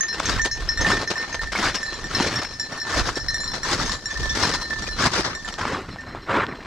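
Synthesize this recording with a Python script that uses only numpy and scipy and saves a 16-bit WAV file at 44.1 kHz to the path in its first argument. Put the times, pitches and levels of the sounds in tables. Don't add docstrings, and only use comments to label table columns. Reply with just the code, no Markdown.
import sys
import numpy as np
from scipy import signal
from scipy.fft import rfft, irfft, next_fast_len
from scipy.io import wavfile
from scipy.ndimage import uniform_filter1d, map_coordinates

SR = 44100
rng = np.random.default_rng(int(sys.argv[2]) if len(sys.argv) > 2 else 0)


def store_pcm(level_fs):
    pcm = np.round(np.clip(level_fs, -1, 1) * 32767).astype(np.int16)
    wavfile.write(sys.argv[1], SR, np.atleast_2d(pcm).T)


N = 293946

# (frequency [Hz], spectrum level [dB])
CRUST_SPECTRUM = [(47, -4.5), (80, 1.5), (280, -1), (486, -4), (843, -6.5), (1050, -3), (1780, -5.5),
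                  (2480, -11), (3050, -10), (4000, -7), (5470, -6.5), (10800, -31), (12900, -43.5),
                  (15400, -63)]
# (frequency [Hz], t60 [s], left minus right [dB])
COLLAR_MODES = [(1801.5, 0.35, -3), (4117, 0.47, 3), (5336, 0.17, 9), (6295, 0.19, -1.5), (5590, 0.15, 2.5)]
# (main mode [index], frequency [Hz], relative level [dB])
COLLAR_PARTIALS = [(2, 5552, -3), (4, 7365, -8), (4, 4160, -5), (4, 10010, -14), (4, 9150, -20),
                   (4, 3634, -12), (4, 13990, -33), (1, 9512, -24), (1, 10400, -27), (1, 11930, -31)]


def amp(db):
    return 10 ** (np.asarray(db) / 20)


def unit(x):
    return x / np.sqrt(np.mean(x ** 2) + 1e-20)


def along(points, hz):
    f, v = np.transpose(points)
    return np.interp(np.log(hz + 1), np.log(f + 1), v)


def curves(rows):
    s, *cols = np.transpose(rows)
    return [np.interp(np.arange(N) / SR, s, c) for c in cols]


def wobble(rate):
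    return map_coordinates(rng.standard_normal(int(N * rate / SR) + 4), [np.arange(N) * rate / SR])


def filtered(x, response):
    m = next_fast_len(N + SR // 2)
    return irfft(rfft(x, m) * response(np.fft.rfftfreq(m, 1 / SR)), m)[..., :N]


def above(hz, edge_hz):
    return 1 / np.sqrt(1 + (edge_hz / (hz + 1)) ** 8)


def spread(pair, width_db):
    likeness = [(100, 1), (400, 0.97), (700, 0.85), (1500, 0.77), (5000, 0.17), (8500, 0.99), (12000, 1)]
    balance = [(300, -1), (800, 2), (1500, 1), (3000, 3), (6000, 7.5), (9000, 0.5)]
    angle = lambda hz: np.arccos(np.clip(along(likeness, hz), -1, 1)) / 2
    mid, side = filtered(pair, lambda hz: np.array([np.cos(angle(hz)), np.sin(angle(hz))]))
    side = side * amp(width_db)
    lag = lambda hz: np.exp(-1j * np.pi * hz / SR * (1 - above(hz, 11300)))
    left = lambda hz: amp(along(balance, hz) / 2) * lag(hz)
    return filtered(np.array([mid + side, mid - side]), lambda hz: np.array([left(hz), 1 / left(hz)]))


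def air():
    spectrum = [(100, 5.5), (800, -5.5), (1500, -41), (2800, -20), (5000, -4.5), (9000, -17.5),
                (14000, -35), (15500, -101)]
    rustle = unit(filtered(rng.standard_normal((2, N)), lambda hz: amp(along(spectrum, hz))))
    return amp(-48.5) * spread(rustle, width_db=12.0)


def wind():
    gusts = [(0.0, -61), (0.28, -27), (0.61, -34), (0.76, -40.5), (0.8, -22.5), (1.24, -54), (1.43, -35.5),
             (2.11, -41.5), (2.78, -53.5), (2.99, -28), (3.15, -38.5), (4.15, -37.5), (4.21, -24.5),
             (4.47, -38.5), (6.55, -46)]
    spectrum = [(12, -28), (25, 2), (45, 3), (90, -6), (200, -20.5), (400, -62)]
    shared, own = rng.standard_normal(N), rng.standard_normal((2, N))
    rumble = unit(filtered(shared + 1.3 * own, lambda hz: amp(along(spectrum, hz))))
    return amp(curves(gusts)[0] + 3.0 * wobble(12) + np.array([[-2.6], [1.6]])) * rumble


def bell(blows, modes, partials, click_db):
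    parents = [round(k) for k, _, _ in partials]
    faint_modes = [(f, 1.17 * modes[k][1] * min(1, 7000 / f) ** 2.3, modes[k][2])
                   for k, (_, f, _) in zip(parents, partials)]
    hz, t60, pan_db = np.transpose(modes + faint_modes)[..., None]
    muffle_db = 4 * (hz / 4000) ** 1.3
    chance = rng.standard_normal((len(blows), 4, len(hz), 1))
    starts = [round(row[0] * SR) for row in blows] + [N]
    rattle = np.array([wobble(160) for _ in hz])
    ring, click_env = np.zeros((2, N)), np.zeros(N)
    tail_db = np.full(hz.shape, -120.)
    for (_, *db), start, end, (phase, detune, scatter, beat) in zip(blows, starts, starts[1:], chance):
        t = np.arange(min(end - start, SR // 3)) / SR
        span = slice(start, start + len(t))
        blow_db = np.array(db + [db[k] + rel for k, (_, _, rel) in zip(parents, partials)])[:, None]
        blow_db[len(db):] -= 4 * np.abs(scatter[len(db):])
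        level_db = 10 * np.log10(amp(2 * blow_db) + amp(2 * (tail_db - muffle_db)))
        tail_db = level_db - 60 * (end - start) / SR / t60
        env = amp(level_db - 60 * t / t60) * (1 - np.exp(-t / .0004)) * (1 - np.exp(-t[::-1] / .0006))
        env *= 1 + 0.23 * np.sin(2 * np.pi * 22 * beat * t + 3 * scatter)
        env *= 1 + 0.3 * np.exp(-t / 0.0055)
        env *= amp(1.13 * rattle[::-1, span])
        swung_hz = hz * (1 + 0.0013 * detune)
        angle = 2 * np.pi * swung_hz * t + 3 * phase + 0.15 * rattle[:, span]
        skew = 0.53 + beat * hz / 20000
        for ear, sign in enumerate((1, -1)):
            ring[ear, span] = np.sum(amp(sign * pan_db / 2) * env * np.sin(angle - sign * skew), axis=0)
        click_env[span] = amp(max(db) + click_db - 60 * t / 0.0068)
    noise = rng.standard_normal(N) + .5 * rng.standard_normal((2, N))
    clicks = filtered(click_env * noise, lambda hz: above(hz, 4200) * (1 - above(hz, 11700) ** 2) ** 2)
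    return ring * amp(1.15 * wobble(45)) + clicks


def struck(blows, rim):
    best, rel_db, loss_db = np.transpose(rim)
    return [(s, low_db, *(upper_db + rel_db - loss_db * (1 - np.cos(np.radians(spot - best)))))
            for s, low_db, upper_db, spot in blows]


def pack_bells(blow_count, level_db, fade_db_per_s):
    chance = rng.random((blow_count, len(COLLAR_MODES) + 1))
    times = (np.arange(blow_count) + chance[:, 0]) * N / SR / blow_count
    blows = [(s, *(level_db - fade_db_per_s * s - 16 * softness - 2.0 * np.arange(len(softness))))
             for s, softness in zip(times, chance[:, 1:])]
    return bell(blows, COLLAR_MODES, COLLAR_PARTIALS, click_db=-27)


def far_bell():
    # (time [s], low note [dB], upper modes [dB], rim spot [degrees])
    blows = [(1.83, -25, -18, 37), (1.94, -37, -23.5, 39), (2.222, -30, -20, 14), (2.358, -31, -18, 3.3),
             (2.597, -29.5, -15.5, 30), (2.816, -26, -21.5, 18), (2.925, -24.5, -30, 43),
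             (3.156, -30, -18, 28.6), (3.404, -28.5, -16, 43), (3.517, -36, -21, 343),
             (3.895, -31.5, -19, 29), (3.93, -35, -23, 49), (4.057, -27.5, -16, 33),
             (4.107, -36, -26.5, 320), (4.232, -25, -25.5, 8.2), (4.295, -25, -16, 332),
             (4.707, -20.5, -32, 7.8), (4.887, -31, -29, 14), (5.245, -35, -33, 5.25),
             (5.397, -49, -27, 194), (5.447, -33.5, -34, 60)]
    # (rim spot [degrees], gain [dB], loss a quarter turn away [dB])
    rim = [(0, 0, 30), (90, 0, 30), (270, 0, 20)]
    modes = [(1773, 0.46, -8.5), (5524, 0.12, 2), (7160, 0.21, 0.5), (3520, 0.2, 4)]
    # (main mode [index], frequency [Hz], relative level [dB])
    partials = [(2, 4060, -1), (3, 6080, 0), (2, 8985, -12), (2, 9810, -21), (2, 10390, -22),
                (1, 11950, -40), (1, 13630, -36)]
    return bell(struck(blows, rim), modes, partials, click_db=-6.5)


def near_bell():
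    # (time [s], low note [dB], upper modes [dB], rim spot [degrees])
    blows = [(.008, -20, -11.5, 107), (.084, -25.5, -19, 332), (.127, -25.5, -25.5, 380),
             (.256, -25, -12.5, 135), (.395, -19.5, -32, 200), (.416, -20.5, -15.5, 129),
             (.5128, -26, -15.5, 39), (.689, -23, -15.5, 370), (.774, -19.5, -19, 206),
             (.812, -23, -15, 47), (.847, -15, -52, 310), (.92, -16.5, -27, 11), (1.075, -23.5, -19, 35),
             (1.156, -25.5, -33, 185), (1.179, -20, -22.5, 340), (1.327, -24, -23, 55),
             (1.393, -23, -31, 300), (1.473, -27, -38, 200), (1.762, -33, -29, 9.6),
             (1.784, -28.5, -28, 16), (1.863, -28, -22.5, 306), (2.041, -27.5, -31, 180),
             (2.147, -24, -15, 320), (2.392, -29, -26, 7.5), (2.449, -58, -29, 6.3),
             (2.536, -34.5, -29, 24), (2.61, -45, -26, 350), (2.722, -32, -32, 185),
             (2.776, -31, -30.5, 185), (2.800, -33, -23.5, 337), (3.2, -34.5, -25, 21),
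             (3.284, -19, -15.5, 318), (3.305, -34, -23, 140), (3.343, -23, -23.5, 180),
             (3.365, -42, -26, 185), (3.381, -29, -18.5, 308), (3.441, -51, -25, 200),
             (3.477, -31.5, -19, 320), (3.54, -48, -29, 330), (3.632, -24, -23, 210), (3.86, -29, -21, 56),
             (4.11, -30, -30, 53), (4.155, -26.5, -47, 170), (4.433, -26.5, -20, 340),
             (4.524, -25.5, -20, 320), (4.613, -29, -20.5, 307), (4.653, -30, -41, 340),
             (4.824, -32, -25, 212), (4.91, -52, -23.5, 300), (5.35, -30.5, -28, 180),
             (5.525, -32.5, -32, 179.8), (5.91, -52, -34, 330), (5.985, -30, -34, 44),
             (6.008, -50, -36, 185), (6.085, -57, -31.5, 334), (6.22, -47, -34, 325),
             (6.484, -55, -35, 330)]
    # (rim spot [degrees], gain [dB], loss a quarter turn away [dB])
    rim = [(306, -5, 12.5), (0, 1, 28.5), (90, 1, 24), (182, 0.7, 28)]
    return bell(struck(blows, rim), COLLAR_MODES, COLLAR_PARTIALS, click_db=-9.5)


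def squeaks(attack_s=0.004):
    slips = [(1.556, -19, 2160), (4.868, -29, 2410)]
    out, t = np.zeros(N + SR), np.arange(SR // 20) / SR
    for s, db, hz in slips:
        env = amp(db) * t / attack_s * np.exp(1 - t / attack_s)
        drift = np.cumsum(rng.normal(0, 0.1, len(t)))
        out[round(s * SR):][:len(t)] += env * np.sin(2 * np.pi * hz * t + drift)
    return out[:N]


def snaps():
    slabs = [(0.202, -3.5, 1130), (1.1390, -15, 870), (1.345, -10, 2400), (1.5526, -7.5, 1030),
             (1.926, -22, 894), (2.2010, -4.5, 953), (2.2058, -6, 265), (2.361, -14, 1450),
             (2.423, -18, 690), (3.0915, -5, 1510), (3.1710, -11.5, 372), (4.373, -17, 339),
             (4.731, -13, 1255), (4.842, -19.5, 900), (5.5408, -10, 3900), (5.6536, -7.5, 1010),
             (5.770, -13, 1110), (5.9603, -20, 810), (6.149, -15.5, 765), (6.096, -28, 4870),
             (6.3149, -16, 457), (6.467, -11, 4000)]
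    knock, crack, t = np.zeros(N + SR), np.zeros(N + SR), np.arange(SR // 40) / SR
    for s, db, hz in slabs:
        env = amp(db + 3.0) * hz * t * np.exp(1 - 2.49 * hz * t)
        knock[round(s * SR):][:len(t)] += env * np.sin(2 * np.pi * hz * t)
        crack[round(s * SR):][:len(t)] += amp(db - 1 - 60 * t / 0.0048) * rng.standard_normal(len(t))
    return knock[:N] + filtered(crack[:N], lambda hz: amp(along(CRUST_SPECTRUM, hz)))


def fractures(rate, spread_db, life_s):
    size = (rng.random(N) < rate / SR) * amp(spread_db * rng.standard_normal(N))
    return unit(signal.lfilter([1], [1, -np.exp(-1 / (life_s * SR))], size))


def hollows(x, depth_db):
    z = signal.stft(x, nperseg=512)[2]
    patches = uniform_filter1d(rng.standard_normal(z.shape[1:]), size=3, axis=0)
    patches = uniform_filter1d(patches, size=4, axis=1)
    return signal.istft(z * amp(depth_db * unit(patches)), nperseg=512)[1][:, :N]


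def scuffs(crunch):
    skims = [(0.024, -19, 0.019), (0.138, -19, 0.014), (0.197, -15, 0.0037), (0.446, -11.5, 0.021),
             (1.011, -17, 0.018), (1.102, -9.5, 0.013), (1.343, -15, 0.012), (1.414, -20, 0.022),
             (1.519, -10.5, 0.014), (1.743, -12.5, 0.021), (2.415, -13.5, 0.023), (3.164, -12, 0.016),
             (3.533, -16.5, 0.028), (3.914, -15.5, 0.019), (4.173, -18, 0.0058), (4.534, -13, 0.016),
             (4.864, -19, 0.015), (5.477, -18.5, 0.022), (5.58, -17, 0.017), (6.274, -27, 0.01)]
    env = np.zeros(N)
    for s, db, scale_s in skims:
        age = np.arange(SR // 8) / SR / scale_s
        env[round(s * SR):][:len(age)] += amp(db - 2.0) * age * np.exp(1 - 2.24 * age)
    return env * filtered(crunch, lambda hz: above(hz, 790) ** 0.21)


def tread(attack_db_per_s=525, release_db_per_s=474):
    # (touch [s], full weight [s], lift [s], level [dB], swell after touch [dB],
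    # sag before lift [dB], grit [dB], body [dB], thump [dB], width [dB])
    footfalls = [(0.155, 0.295, 0.39, -26.5, 14.5, 7.5, 2.5, 4, 0, -0.5),
                 (0.793, 0.91, 1.046, -20, 12.5, 17, -2, 0, -1, -3.5),
                 (1.562, 1.661, 1.708, -23, 8.5, 7, 2, 4.5, -2.5, -3),
                 (2.11, 2.215, 2.39, -24, 8, 7, 0, 1.5, -0.8, -2.5),
                 (2.877, 2.994, 3.026, -23, 9.5, 11.5, 1, 3.5, -5, 0.5),
                 (3.046, 3.079, 3.196, -26.5, 5.5, 18, 1, 2.5, -4, 2),
                 (3.653, 3.734, 3.75, -23, 8.5, 3, 2.5, 4.5, -2.5, 1.5),
                 (3.794, 3.83, 3.92, -27.5, -0.5, 8, 2.5, 2.5, -0.5, 3),
                 (4.355, 4.44, 4.624, -25.5, 5, 14.5, 3, 2.7, 0.5, 1),
                 (4.997, 5.053, 5.08, -22.5, 5, 4.5, 2, 5.5, 3, 2.5),
                 (5.132, 5.177, 5.21, -24.5, 1.5, 2, 0.3, 2.5, 0, 6),
                 (5.244, 5.262, 5.35, -28, 2.5, 10.5, -3, 1.5, -2, 9.5),
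                 (5.597, 5.745, 5.757, -26, 6, 2.5, -4, 2.5, -0.3, 0.5),
                 (5.761, 5.812, 5.865, -30, 2, 16, -7.5, -4, -3.5, -31),
                 (6.306, 6.365, 6.44, -21.5, 0.5, 3, -10.5, 1.5, -4, -23)]
    # (middle [s], length [s], level [dB], grit [dB], thump [dB], width [dB])
    drags = [(0.648, 0.29, -38, 0, -11, -2), (1.21, 0.38, -35.5, -3.5, -4.5, 5.5),
             (1.787, 0.68, -42.5, 2.5, -2, -5), (2.02, 0.28, -38.5, -2, -1.5, 2),
             (2.744, 0.13, -34, -4, -1, 3), (3.5, 0.88, -40.5, -3, 3.5, 9),
             (3.922, 0.14, -36.5, 1, -3.5, 2), (4.302, 0.62, -36, 2, -2.5, 7),
             (4.812, 0.43, -39, 2.5, 2, 8.5), (5.33, 0.14, -38, -21, -4, 13),
             (5.916, 0.24, -41, -6, 9.5, -23), (6.116, 0.24, -37.5, -12, 4.5, -10),
             (6.495, 0.12, -32, -18, -1.5, -5), (6.63, 0.32, -40.5, -7, -2.5, -11)]
    trickle_db, trickle_width_db = -44.5, -1
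    t = np.arange(N) / SR
    power = np.full(N, amp(trickle_db) ** 2)
    colour_sum = np.outer([0, 0, 0, trickle_width_db], power)
    shapes = []
    for touch, full, lift, db, swell_db, sag_db, *colour in footfalls:
        edges_db = attack_db_per_s * np.minimum(t - touch, 0) - release_db_per_s * np.maximum(t - lift, 0)
        weight_db = np.interp(t, [touch, full, lift], [-swell_db, 0, -sag_db])
        shapes.append((amp(db + weight_db + edges_db) ** 2, colour))
    for middle, length, db, grit_db, thump_db, width_db in drags:
        hump = np.cos(np.pi * np.clip((t - middle) / length, -.5, .5))
        shapes.append(((amp(db) * hump) ** 2, [grit_db, 0, thump_db, width_db]))
    for shape, colour in shapes:
        power, colour_sum = power + shape, colour_sum + np.outer(colour, shape)
    return 10 * np.log10(power), colour_sum / power


def steps():
    edges = [60, 300, 800, 2200, 3300, 5000, 20000]
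    bite = [(0, 2.5), (2.7, 2.5), (3.2, -7.5), (5.4, 0), (6.2, 5)]
    load_db, (grit_db, body_db, thump_db, width_db) = tread()
    shared = fractures(200, spread_db=4.5, life_s=0.0055)
    shared += 0.28 * fractures(130, spread_db=3.0, life_s=0.00025)
    roar = 0.68 * amp(0.52 * (load_db + 29.5))
    m = next_fast_len(N + 8192)
    hz, spectrum = np.fft.rfftfreq(m, 1 / SR), 0
    band_gains_db = [thump_db, 0, body_db, grit_db + curves(bite)[0], grit_db, grit_db]
    for lo, hi, gain_db in zip(edges, edges[1:], band_gains_db):
        own = fractures(60 + 0.015 * lo, spread_db=5.5, life_s=1.5 / lo)
        env = (roar + .5 * shared + 0.22 * own) / (roar + 1) * amp(gain_db)
        band = np.sqrt(above(hz, lo) ** 2 - above(hz, hi) ** 2)
        spectrum = spectrum + rfft(env * rng.standard_normal((2, N)), m) * band
    grains = irfft(spectrum * amp(along(CRUST_SPECTRUM, hz)), m)[:, :N]
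    crunch = spread(unit(hollows(grains, depth_db=2.5)), width_db)
    return amp(load_db + 3.5) * crunch + scuffs(crunch)


def scene():
    bells = near_bell() + far_bell() + pack_bells(blow_count=56, level_db=-30, fade_db_per_s=1.3)
    return bells + steps() + snaps() + squeaks() + wind() + air()


def record(dry, top_hz=15600):
    fold = [(0, 0.57), (5.5, 0.68), (5.75, 0.22), (6.1, 0.016)]
    dull_eq = [(2500, 0), (4000, -5), (6000, -14), (8000, -6), (10500, -17.5), (12500, 0)]
    width = curves(fold)[0]
    mid, side = (dry[0] + dry[1]) / 2, (dry[0] - dry[1]) / 2 * width
    mid = width * mid + (1 - width) * filtered(mid, lambda hz: amp(along(dull_eq, hz)))
    return filtered(np.array([mid + side, mid - side]), lambda hz: hz < top_hz)


dry = scene()
out = record(dry)
store_pcm(out)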